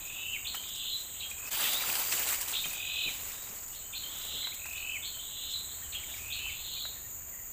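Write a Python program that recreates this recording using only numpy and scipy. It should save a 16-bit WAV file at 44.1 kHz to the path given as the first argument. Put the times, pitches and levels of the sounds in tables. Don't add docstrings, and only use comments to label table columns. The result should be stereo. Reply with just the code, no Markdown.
import sys
import numpy as np
from scipy import signal
from scipy.fft import rfft, irfft
from scipy.io import wavfile
from scipy.ndimage import uniform_filter1d

SR = 44100
rng = np.random.default_rng(int(sys.argv[2]) if len(sys.argv) > 2 else 0)


def store_pcm(level_fs):
    pcm = np.round(np.clip(level_fs, -1, 1) * 32767).astype(np.int16)
    wavfile.write(sys.argv[1], SR, np.atleast_2d(pcm).T)


def field_ratio(decibels):
    return 10 ** (np.asarray(decibels, dtype=float) / 20)


N = 331632
T = np.arange(N) / SR


def evened(x):
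    return x / np.sqrt(np.mean(x ** 2) + 1e-20)


def curve(tables, column):
    rows = np.vstack(tables)
    return np.interp(T, rows[:, 0], rows[:, column])


def add(mix, s, sound):
    part = mix[..., max(round(s * SR), 0):][..., :sound.shape[-1]]
    part += sound[..., :part.shape[-1]]


def coloured(x, points, stretch=1):
    hz = np.fft.rfftfreq(len(x), 1 / SR)
    point_hz, point_db = np.transpose(points)
    gain_db = np.interp(np.log(hz / stretch + 1), np.log(point_hz), point_db, -90, -90)
    return irfft(rfft(x) * field_ratio(gain_db), len(x))


def slow(hz):
    return evened(signal.lfilter([1], [1, -np.exp(-2 * np.pi * hz / SR)], rng.standard_normal(N)))


def ring(x, hz, width):
    turn = np.exp(2j * np.pi * hz * T)
    r = np.exp(-np.pi * width / SR)
    return (turn * signal.lfilter([1], np.convolve([1, -r], [1, -r]), x / turn)).real


def split(x, hz):
    low = signal.sosfilt(signal.butter(2, hz, fs=SR, output="sos"), x)
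    return low, x - low


def choir(shape, db, octave_db):
    strength = field_ratio(0.29 * rng.exponential(1, N))
    clicks = strength * (rng.random(N) < .12) * rng.choice([-1, 1], N)
    body = evened(coloured(clicks, shape))
    octave = evened(coloured(clicks[::-1], shape, 2.03))
    return field_ratio(db + 0.47 * slow(5.5)) * (body + field_ratio(octave_db) * octave)


def cicadas():
    # pitch_hz, level_db (per Hz)
    low_band = [(5700, -36), (6000, -34.5), (6300, -21), (6700, -9), (7000, -5), (7500, -12.5), (8200, -32),
                (8700, -27.5), (9100, -37)]
    high_band = [(7000, -22), (7400, 1.5), (7800, 2), (8150, 2), (8500, -6.5), (8800, -17), (9200, -29.5)]
    # time_s, low_choir_db, high_choir_db
    loudness = [
        [(0.0, -49.5, -49), (0.626, -49.5, -47), (1.49, -50, -46.5)],
        [(1.52, -58.5, -72), (2.15, -46.5, -40.5), (2.9, -49.5, -51), (5.81, -49.5, -46.5),
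         (7.52, -48.5, -54.5)],
    ]
    low_choir = choir(low_band, curve(loudness, column=1) + 1.65, 0.29)
    high_choir = choir(high_band, curve(loudness, column=2) - 1.5, -23)
    return low_choir + high_choir


def crickets():
    # time_s, steady_db, throbbing_db
    loudness = [(0, -77.5, -75), (.8, -63.5, -69.5), (1, -79, -57), (1.5, -73, -71), (1.51, -47.5, -45.5),
                (2.12, -48, -76.5), (2.25, -57, -53.5), (4, -76, -56), (6.2, -79, -60), (6.5, -65, -68),
                (7.2, -76, -68), (7.52, -74.5, -104)]
    # start_s, length_s, level_db
    rattles = [
        (.05, .05, -60),
        (.67, .04, -55),
        (.745, .025, -53),
        (1.455, .035, -52),
        (5.48, .07, -57),
        (6.16, .04, -58),
    ]
    steady = evened(ring(rng.standard_normal(N), hz=4760, width=300))
    pulses = np.cos(2 * np.pi * 12.78 * (T - 2.705))
    throb = np.maximum(pulses - .2, 0) * field_ratio(2.2 * slow(7.4))
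    thin = evened(np.sin(2 * np.pi * np.cumsum(7768 + 18 * slow(15.1)) / SR) * throb)
    click_count = np.floor(np.cumsum(165 + 25 * slow(66)) / SR)
    rattle = evened(ring(np.diff(click_count, prepend=0), hz=5200, width=1200))
    gate = np.zeros(N)
    for s, length, db in rattles:
        add(gate, s, field_ratio(db) * np.hanning(round(length * SR)))
    steady_gain = field_ratio(curve(loudness, column=1))
    thin_gain = field_ratio(curve(loudness, column=2))
    return steady_gain * steady + thin_gain * thin + gate * rattle


def air():
    # pitch_hz, level_db (per Hz)
    hush_shape = [(12, -21), (20, 6), (77, -8), (126, -6.5), (163, -8), (449, -13.5), (596, -13.5),
                  (1610, -19), (1940, -19.5), (2400, -17.5), (5600, -39), (7280, -73), (12300, -120)]
    # time_s, level_db
    rumble_level = [
        (0.0, -57),
        (0.48, -52.5),
        (0.58, -55),
        (2.05, -54),
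        (5.01, -53.5),
        (6.43, -47.5),
        (7.52, -53.5),
    ]
    hush = field_ratio(-58) * evened(coloured(rng.standard_normal(N), hush_shape))
    hiss = field_ratio(-67.0) * split(rng.standard_normal(N), hz=4500)[1]
    rumble = evened(ring(rng.standard_normal(N), hz=74.3, width=50.0))
    return hush + hiss + field_ratio(curve(rumble_level, column=1) - 7.0) * rumble


def rustling():
    # time_s, rustle_db
    stir = [(0, -64.5), (.41, -71.5), (.6, -64.5), (.94, -74), (1.3, -63.5), (1.36, -70), (1.5, -53),
            (1.515, -46.5), (2.36, -53.5), (2.6, -53.5), (2.89, -63), (3.2, -57.5), (3.6, -76.5),
            (4.22, -57), (4.6, -66), (5.38, -70), (5.91, -64), (7.52, -74)]
    # peak_s, length_s, level_db, heavy_blades_relative_db
    brushes = [(0.552, 0.0264, -51.5, 1), (0.996, 0.13, -61, -12.5), (1.33, 0.033, -63, -6),
               (1.64, 0.22, -44, 5), (1.733, 0.042, -52, 9), (1.892, 0.28, -46, 5.5),
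               (2.002, 0.16, -46, -1.5), (2.125, 0.032, -40.5, -9), (2.18, 0.26, -45, 3.5),
               (2.32, 0.13, -44, 2), (2.424, 0.046, -49, 1), (2.5, 0.083, -50, -1),
               (2.69, 0.19, -53.5, -10), (3.116, 0.098, -54, -16), (3.28, 0.26, -55, 2.5),
               (3.5, 0.27, -58.5, 6), (3.746, 0.21, -64.5, 2), (4.546, 0.014, -53, -17),
               (4.74, 0.125, -60.5, 0), (5.505, 0.147, -76, -2), (5.953, 0.044, -69, 2),
               (6.174, 0.23, -58, 2), (6.954, .06, -67, 5)]
    stir_db = curve(stir, column=1)
    heavy_stir_db = stir_db + 2.5 - 0.4612 * (stir_db + 50.5)
    power = field_ratio(2 * np.array([stir_db, heavy_stir_db]))
    rise_share = 0.43
    for s, length, db, heavy_db in brushes:
        side = np.where(T < s, rise_share, 1 - rise_share) * length
        peak = field_ratio(2 * np.array([[db], [db + heavy_db]]))
        power = power + peak * np.exp(-2 * (abs(T - s) / side) ** 1.57)
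    return np.sqrt(power)


def patchy(x):
    z = signal.stft(x, nperseg=256)[2]
    patches = uniform_filter1d(rng.standard_normal(z.shape), size=5, axis=0)
    patches = uniform_filter1d(patches, size=6, axis=1)
    return signal.istft(z * field_ratio(2.1 * evened(patches)), nperseg=256)[1][:N]


def leaves():
    # pitch_hz, level_db (per Hz)
    leaf_shape = [(71, -60), (120, -15), (173, -17), (249, -14), (390, -12.5), (700, -8), (1000, -7),
                  (1350, -7), (1680, -7), (2850, -3), (3430, -7), (4840, -8.5), (5470, -10), (7880, -1),
                  (9270, -11), (12300, -10), (15400, 3.5)]
    strength = field_ratio(1.3 * np.minimum(rng.exponential(1, N), 4))
    grains = strength * (rng.random(N) < .06) * rng.choice([-1, 1], N)
    catches = rng.random(N) * (rng.random(N) < 110 / SR)
    clumps = .6 + signal.lfilter([1], [1, -np.exp(-1 / (.007 * SR))], catches)
    scrape = (evened(grains) + 0.92 * rng.standard_normal(N)) * clumps ** 0.25
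    low, high = split(evened(patchy(coloured(scrape, leaf_shape))), hz=2600)
    light, heavy = rustling()
    return field_ratio(12.0) * light * high + field_ratio(9.5) * heavy * low


def whistle(hz, db, far, edge=.3, shake=0.4):
    chance = uniform_filter1d(rng.standard_normal((2, len(hz))), size=120) * np.sqrt(120)
    waver, flutter = shake * chance
    phase = 2 * np.pi * np.cumsum(hz * (1 + 0.0178 * waver)) / SR
    tone = field_ratio(db + 0.5 + 4.0 * flutter) * np.sin(phase)
    tone *= signal.windows.tukey(len(hz), edge)
    far = np.clip(far, 0, 1) * np.ones(len(hz))
    return tone * np.array([np.cos(far * np.pi / 2), np.sin(far * np.pi / 2)])


def note(length, first, last, db, far):
    hz = np.linspace(first, last, round(length * SR))
    return whistle(hz, db - 12 * np.maximum(1 - hz / first, 0), far, 0.26, shake=0.19 + 1.4 * far)


def buzz(length, last_db, pitch, centre):
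    # length_share (0-1), low_hz, high_hz
    reach = [
        (0, 2852, 3990),
        (.3, 2600, 4217),
        (0.7, 2472, 4318),
        (.88, 2825, 4333),
        (1.002, 3533, 4190),
    ]
    # length_share (0-1), relative_db, distance (0-1)
    swell = [
        (0, -7, 0.46),
        (.28, -8, 0.76),
        (.65, -2, 0.73),
        (1, 0, 1),
    ]
    t = np.arange(0, length, 1 / SR)
    share, low, high = np.transpose(reach)
    low = pitch * np.interp(t / length, share, low)
    high = pitch * np.interp(t / length, share, high)
    share, swell_db, far = np.transpose(swell)
    uneven = evened(uniform_filter1d(rng.standard_normal(len(t)), size=900))
    turns = 2 * np.pi * (56 * t + rng.random() + .07 * uneven)
    height = .5 + signal.sawtooth(turns, .6) / 2
    height = uniform_filter1d(height, size=130)
    off_centre = height - centre - 0.015 * t / length
    db = last_db + np.interp(t / length, share, swell_db) - 30 * off_centre ** 2
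    db = db + 1.5 + 0.77 * np.sin(turns)
    return whistle(low + (high - low) * height, db, np.interp(t / length, share, far), 0.022)


def syllable(shape, db, far):
    s, hz, shape_db = np.transpose(shape)
    t = np.arange(0, s[-1], 1 / SR)
    pitch = uniform_filter1d(np.interp(t, s, hz), size=60)
    return whistle(pitch, db + np.interp(t, s, shape_db), far, 0.079)


def buzzing_bird():
    # start_s, length_s, final_level_db, reach_factor, loudest_height (0-1)
    buzzes = [
        (0, 0.21, -46.5, 0.93, 0.65),
        (0.622, 0.3, -37, 1, 0.54),
        (1.032, 0.17, -48.5, 1.01, 0.35),
        (1.505, 0.19, -34.5, 0.99, 0.5),
        (2.743, 0.3, -36, 0.99, 0.6),
        (4.087, 0.36, -38, 0.99, 0.61),
        (5.186, 0.37, -39.5, 0.9943, 0.61),
        (5.999, 0.12, -46.5, 0.98, 0.4),
        (6.489, 0.34, -39.5, 1.04, 0.59),
    ]
    # time_s, pitch_hz, level_db
    hook = [(0, 3724, -4), (.007, 3487, 10.5), (.012, 2513, 9.5), (.018, 2445, -5), (.022, 3379, 10.5),
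            (.029, 4150, 12), (.037, 4500, -1.5), (.062, 4250, -20)]
    step = [(0, 3673, -5), (.01, 3355, -6), (.018, 3060, -7), (.024, 3724, 0.5), (.031, 4265, -2),
            (.036, 4420, -9), (.058, 4300, -32)]
    drop = [(0, 4483, -2.5), (.006, 3805, 0.5), (.014, 2505, 1), (.022, 2047, -16), (.027, 2750, 4.5),
            (.033, 3284, 0), (.056, 3150, -10)]
    # start_s, level_db, distance (0-1)
    hooks = [
        (0.445, -43, 0.51),
        (2.53, -49, 0.8),
        (3.925, -46, 0.7),
    ]
    steps = [
        (3.725, -47, 0.76),
        (4.742, -45, 0.98),
        (5.021, -35, 0.8),
        (5.681, -46, 1),
        (6.301, -33, 0.54),
    ]
    drops = [
        (1.2, -38.5, 0.56),
        (2.526, -36, 0.36),
        (5.92, -38, 0.63),
    ]
    # start_s, length_s, first_hz, level_db
    closers = [
        (.925, 0.046, 3960, -34),
        (.195, 0.023, 3730, -54),
        (.985, 0.029, 4020, -45),
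        (1.742, 0.055, 3600, -35),
        (1.818, .01, 3920, -39),
        (4.43, 0.052, 3977, -38.5),
        (5.53, 0.065, 4040, -35),
        (6.82, 0.051, 3790, -42),
    ]
    # start_s, length_s, pitch_hz, level_db
    chips = [(0.548, 0.011, 3013, -38.5), (.564, 0.021, 3160, -39), (0.597, 0.0052, 3113, -36.5),
             (1.313, 0.0079, 2450, -36.5), (1.352, .01, 3270, -58), (1.367, 0.01, 3200, -57),
             (2.639, 0.0089, 2480, -33.5), (4.035, 0.013, 3150, -39.5), (4.058, 0.012, 3100, -39),
             (5.138, 0.04, 3127, -43.5), (5.19, 0.012, 3120, -44), (6.415, 0.045, 3050, -42),
             (1.257, 0.029, 3230, -47), (1.31, .012, 3260, -52), (1.205, 0.0074, 3900, -36),
             (0.633, .01, 2450, -47)]
    paths = np.zeros((2, N))
    for s, *row in buzzes:
        add(paths, s, buzz(*row))
    for shape, sung in ((hook, hooks), (step, steps), (drop, drops)):
        for s, db, far in sung:
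            add(paths, s, syllable(shape, db, far))
    for s, length, first, db in closers:
        add(paths, s, note(length, first, 3962, db, far=0.2))
    for s, length, hz, db in chips:
        add(paths, s, note(length, hz, hz, db, far=0.37))
    return paths


def other_calls():
    # start_s,
    # length_s, first_hz, last_hz, level_db
    far_notes = [(.005, 0.018, 3940, 4060, -54), (1.27, 0.034, 3830, 3850, -58),
                 (.31, 0.045, 3800, 3780, -62), (1.605, 0.027, 2690, 3910, -43),
                 (1.71, 0.037, 3200, 3590, -42), (3.711, 0.042, 2950, 2840, -56),
                 (4.423, 0.019, 2190, 2030, -46.5), (4.565, 0.014, 2100, 2450, -50),
                 (3.806, 0.056, 2910, 3190, -54.5), (5.817, 0.043, 3280, 2920, -55),
                 (5.818, 0.019, 1700, 1920, -52), (6.955, .03, 1840, 1830, -57),
                 (7.324, 0.031, 2050, 1824, -51.5), (7.386, 0.022, 2150, 1820, -51)]
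    # start_s, length_s, first_hz, last_hz, level_db
    near_notes = [(3.072, .015, 2580, 2420, -31), (5.953, .02, 3320, 3250, -40),
                  (6.114, .034, 3780, 3770, -50), (6.764, .028, 2450, 2450, -49),
                  (7.046, .022, 1850, 1870, -53), (6.535, .014, 2430, 2430, -48),
                  (.205, .012, 3760, 3760, -49), (4.446, .011, 3170, 3170, -35),
                  (2.644, .015, 3130, 3140, -35), (2.556, .014, 3280, 3230, -37),
                  (3.935, .01, 2500, 2450, -40)]
    # start_s, length_s, first_hz, last_hz, level_db
    lost_notes = [
        (3.295, .09, 3500, 3950, -59),
        (3.385, .07, 3850, 3950, -61),
        (2.535, .05, 3500, 3800, -43),
    ]
    paths = np.zeros((2, N))
    for rows, far in ((far_notes, 0.63), (near_notes, .12), (lost_notes, 1)):
        for s, *row in rows:
            add(paths, s, note(*row, far))
    return paths


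def trill(s, end, last_db, upper_db, per_s, first, last, far, swell_db, late, link_db, tilt):
    paths = np.zeros((2, N))
    for at in np.arange(s, end, per_s ** -1):
        done = (at - s) / (end - s)
        db = last_db - swell_db * (1 - done ** late) + .8 * rng.standard_normal()
        sweep = .16 * far - tilt
        pip_hz = (first + (last - first) * done) * np.linspace(1 + sweep, 1 - sweep, 470)
        pip = whistle(pip_hz, db, far, 0.67, shake=far ** 2)
        add(paths, at - .0059 + .0006 * rng.standard_normal(), pip)
        upper_hz = (2680 + 320 * done ** .6) * np.linspace(.93, 1.07, 400)
        upper_pip = whistle(upper_hz, db + upper_db - 16 * (1 - done) ** 3.9, far + 0.5, 0.92)
        add(paths, at + 0.007, upper_pip)
    done = np.linspace(0, 1, round((end - s) * SR))
    between = np.sin(np.pi * per_s * done * (end - s)) ** 2
    hum_db = 2 + last_db + link_db - swell_db * (1 - done ** late)
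    hum = whistle(first + (last - first) * done, hum_db, far + 0.51, 0.13, shake=1.13)
    add(paths, s, between * hum)
    return paths


def trilling_bird():
    # first_pip_s, end_s, last_level_db, upper_pip_relative_db
    trills = [
        (.009, 0.327, -33.5, -0.5),
        (1.386, 1.49, -36.5, -17),
        (2.714, 3.071, -30.5, -5.5),
        (4.598, 4.94, -32, -2.5),
        (6.196, 6.488, -35, -3.5),
    ]
    # pips_per_s, first_hz, last_hz, distance (0-1)
    voices = [
        (43.0, 2500, 2780, .6),
        (43.0, 2480, 2600, .33),
        (42.95, 2510, 2570, .2),
        (43.25, 2540, 2600, .24),
        (43.7, 2500, 2680, .7),
    ]
    # swell_db, swell_lateness (0-2), link_relative_db, pip_rise (0-1)
    growth = [
        (11, 0.63, -15, .05),
        (6, 0.92, -19, 0.06),
        (8, 0.85, -11, .01),
        (11.5, 0.65, -12, 0.11),
        (7.5, 0.49, -10, 0),
    ]
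    # start_s, length_s, first_hz, level_db
    falls = [
        (.324, 0.051, 2980, -33.5),
        (1.899, 0.0063, 2900, -28),
        (3.08, 0.026, 2550, -42),
        (4.94, 0.037, 2675, -33),
        (6.03, 0.012, 2600, -42),
        (6.14, 0.013, 2420, -42.5),
        (6.177, 0.0083, 2310, -47),
        (6.479, 0.032, 2620, -38),
    ]
    # start_s, length_s, first_hz, last_hz, level_db, distance (0-1)
    lift = (4.519, 0.017, 2080, 2640, -45, .25)
    paths = np.zeros((2, N))
    for row, voice, swell in zip(trills, voices, growth):
        paths += trill(*row, *voice, *swell)
    for s, length, first, db in falls:
        add(paths, s, note(length, first, 2080, db, far=0.3))
    add(paths, lift[0], note(*lift[1:]))
    return paths


def leaf_squeak():
    # start_s, length_s, first_hz, last_hz, level_db, distance (0-1)
    squeak = (3.197, .032, 11800, 12300, -55, .2)
    paths = np.zeros((2, N))
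    add(paths, squeak[0], note(*squeak[1:]))
    return paths


def trees(x):
    out = np.zeros(N)
    for k in range(3):
        at = np.arange(0, SR - 20, 20)
        at = at + rng.integers(0, 20, len(at))
        t = at / SR
        decay = field_ratio(-60 * t / 0.37) + field_ratio(-6.0 - 60 * t / 0.8)
        echoes = np.zeros(SR)
        echoes[at] = rng.choice([-1., 1.], len(at)) * decay * (1 - np.exp(-t / 0.00095))
        share = np.sqrt(2 / 3) * np.cos(2 * np.pi * (7 * T + k / 6))
        out += signal.fftconvolve(x * share, echoes / np.linalg.norm(echoes))[:N]
    return out


def calls_among_trees():
    # pitch_hz, level_db
    scatter = [(1200, -7), (2300, -6), (3200, -1), (4200, 1), (6000, 0)]
    direct, scattered = buzzing_bird() + other_calls() + trilling_bird() + leaf_squeak()
    echo = coloured(trees(scattered), [(20, -12)] + scatter + [(20000, 0)])
    return direct + field_ratio(4.5) * echo


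def snaps():
    # start_s, peak_db, low_relative_db
    ticks = [(.127, -35, -22), (1.005, -39.5, -27), (1.301, -28, -28), (1.3871, -31, -12),
             (1.4788, -38, -22), (2.412, -17, -27), (2.4818, -19, -21), (2.5154, -23, -25),
             (2.732, -21, -29), (2.901, -38, -13), (3.1946, -50, -4), (3.317, -29, -23), (3.437, -35, -14),
             (3.561, -31, -22), (3.681, -29, -13), (3.727, -32, -17), (3.749, -31, -21),
             (4.5461, -42, -17.5), (4.66, -29, -24), (4.698, -32, -18), (7.0886, -46.5, -13)]
    # start_s, peak_db, middle_relative_db
    cracks = [(0.7578, -29.5, -15), (1.605, -34, -4.5), (1.732, -17, -5), (1.954, -16, 7),
              (2.122, -26.5, 17), (2.2762, -36, 10), (2.288, -14.5, 0), (2.3246, -25, 2.5),
              (2.7056, -41, -4), (3.605, -43, -9), (3.6293, -32, 2), (4.77, -41, -4), (5.9463, -45, -2),
              (6.172, -43, 1)]
    # start_s, peak_db, low_relative_db
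    pops = [
        (.545, -35, 5.5),
        (.6894, -32, -19),
        (1.837, -43, 8),
        (2.6555, -25.5, -2.5),
        (3.089, -36, 1),
        (4.4702, -45, 15.5),
        (4.655, -46, 12),
        (5.169, -44, 1),
        (5.783, -55, 14),
        (6.852, -47.5, 16),
    ]
    # start_s, peak_db
    crackles = [(1.519, -31), (1.604, -21), (1.731, -14), (1.888, -22), (1.9154, -19), (2.1234, -21),
                (2.214, -25), (2.2719, -15), (2.4108, -36), (2.4821, -25), (2.533, -32), (2.5594, -36)]
    # start, peak dB, middle and low relative dB
    rows = [(s, db, -6, low_db) for s, db, low_db in ticks]
    rows += [(*row, -25) for row in cracks]
    rows += [(s, db, -14, low_db) for s, db, low_db in pops]
    rows += [(s, db - 3.5, 0, -21) for s, db in crackles]
    out, t = np.zeros(N), np.arange(1400) / SR
    bass_cut = signal.butter(3, 800, "high", fs=SR, output="sos")
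    envelope = (field_ratio(-60 * t / 0.032) + field_ratio(-18 - 60 * t / 0.36)) * (1 - np.exp(-t / .001))
    for s, db, middle_db, low_db in rows:
        low, rest = split(rng.standard_normal(len(t)) * envelope, hz=2310)
        low = signal.sosfilt(bass_cut, low)
        middle, high = split(rest, hz=6500)
        snap = field_ratio(-10.0) * high + field_ratio(middle_db - 13.5) * middle + field_ratio(low_db + 4.0) * low
        add(out, s - .001, field_ratio(db) * snap)
    return out


def taps():
    # start_s, peak_db, pitch_hz
    stems = [(1.571, -35.5, 870), (1.593, -30, 1580), (1.655, -29, 1850), (1.714, -41, 800),
             (1.821, -35, 1890), (1.839, -25, 1350), (1.893, -29, 2800), (1.954, -30, 2820),
             (2.122, -28, 2720), (2.156, -33, 2800), (2.179, -20, 2950), (2.266, -35, 886),
             (2.274, -26, 3200), (2.288, -31, 1400), (2.324, -35, 1210), (2.326, -32, 2900),
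             (2.478, -39, 907), (4.685, -46, 720), (6.465, -42, 1040)]
    out, t = np.zeros(N), np.arange(1800) / SR
    for (s, db, hz), (shift, turn) in zip(stems, rng.random((len(stems), 2))):
        second = np.sin(2 * np.pi * (hz * (1.16 + .15 * shift) * t + turn))
        pair = np.sin(2 * np.pi * hz * t) + 0.42 * second
        fading = field_ratio(db - 30 * t * hz / 13)
        add(out, s - .001, fading * (1 - np.exp(-t / .001)) * pair)
    return out


def knocks():
    # start_s, peak_db
    bumps = [
        (2.65, -36),
        (3.055, -35.5),
        (3.246, -48),
        (3.497, -40),
        (4.059, -45),
        (4.149, -47),
        (4.329, -36.5),
        (6.19, -44),
    ]
    out, t = np.zeros(N), np.arange(4000) / SR
    for s, db in bumps:
        bump = split(split(rng.standard_normal(len(t)), hz=435)[0], hz=121)[1]
        add(out, s, field_ratio(db - 11 - 60 * t / .25) * evened(bump) * (1 - np.exp(-t / .008)))
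    return out


def scene():
    insects = cicadas() + crickets()
    close_by = leaves() + snaps() + taps() + knocks()
    mono = insects + air() + calls_among_trees() + close_by
    return np.array([mono, mono])


def roll_off(x):
    return signal.sosfilt(signal.butter(12, 16720, fs=SR, output="sos"), x)


def record(dry):
    gap = T - 1.502
    fade = np.clip(np.where(gap < 0, -gap / .011, gap / .024) + .15, 0, 1)
    band_limit = signal.firwin(1023, 15530, window=("kaiser", 10), fs=SR)
    limited = signal.oaconvolve(dry * fade, band_limit[None], "same")
    return roll_off(limited)


dry = scene()
out = record(dry)
store_pcm(out)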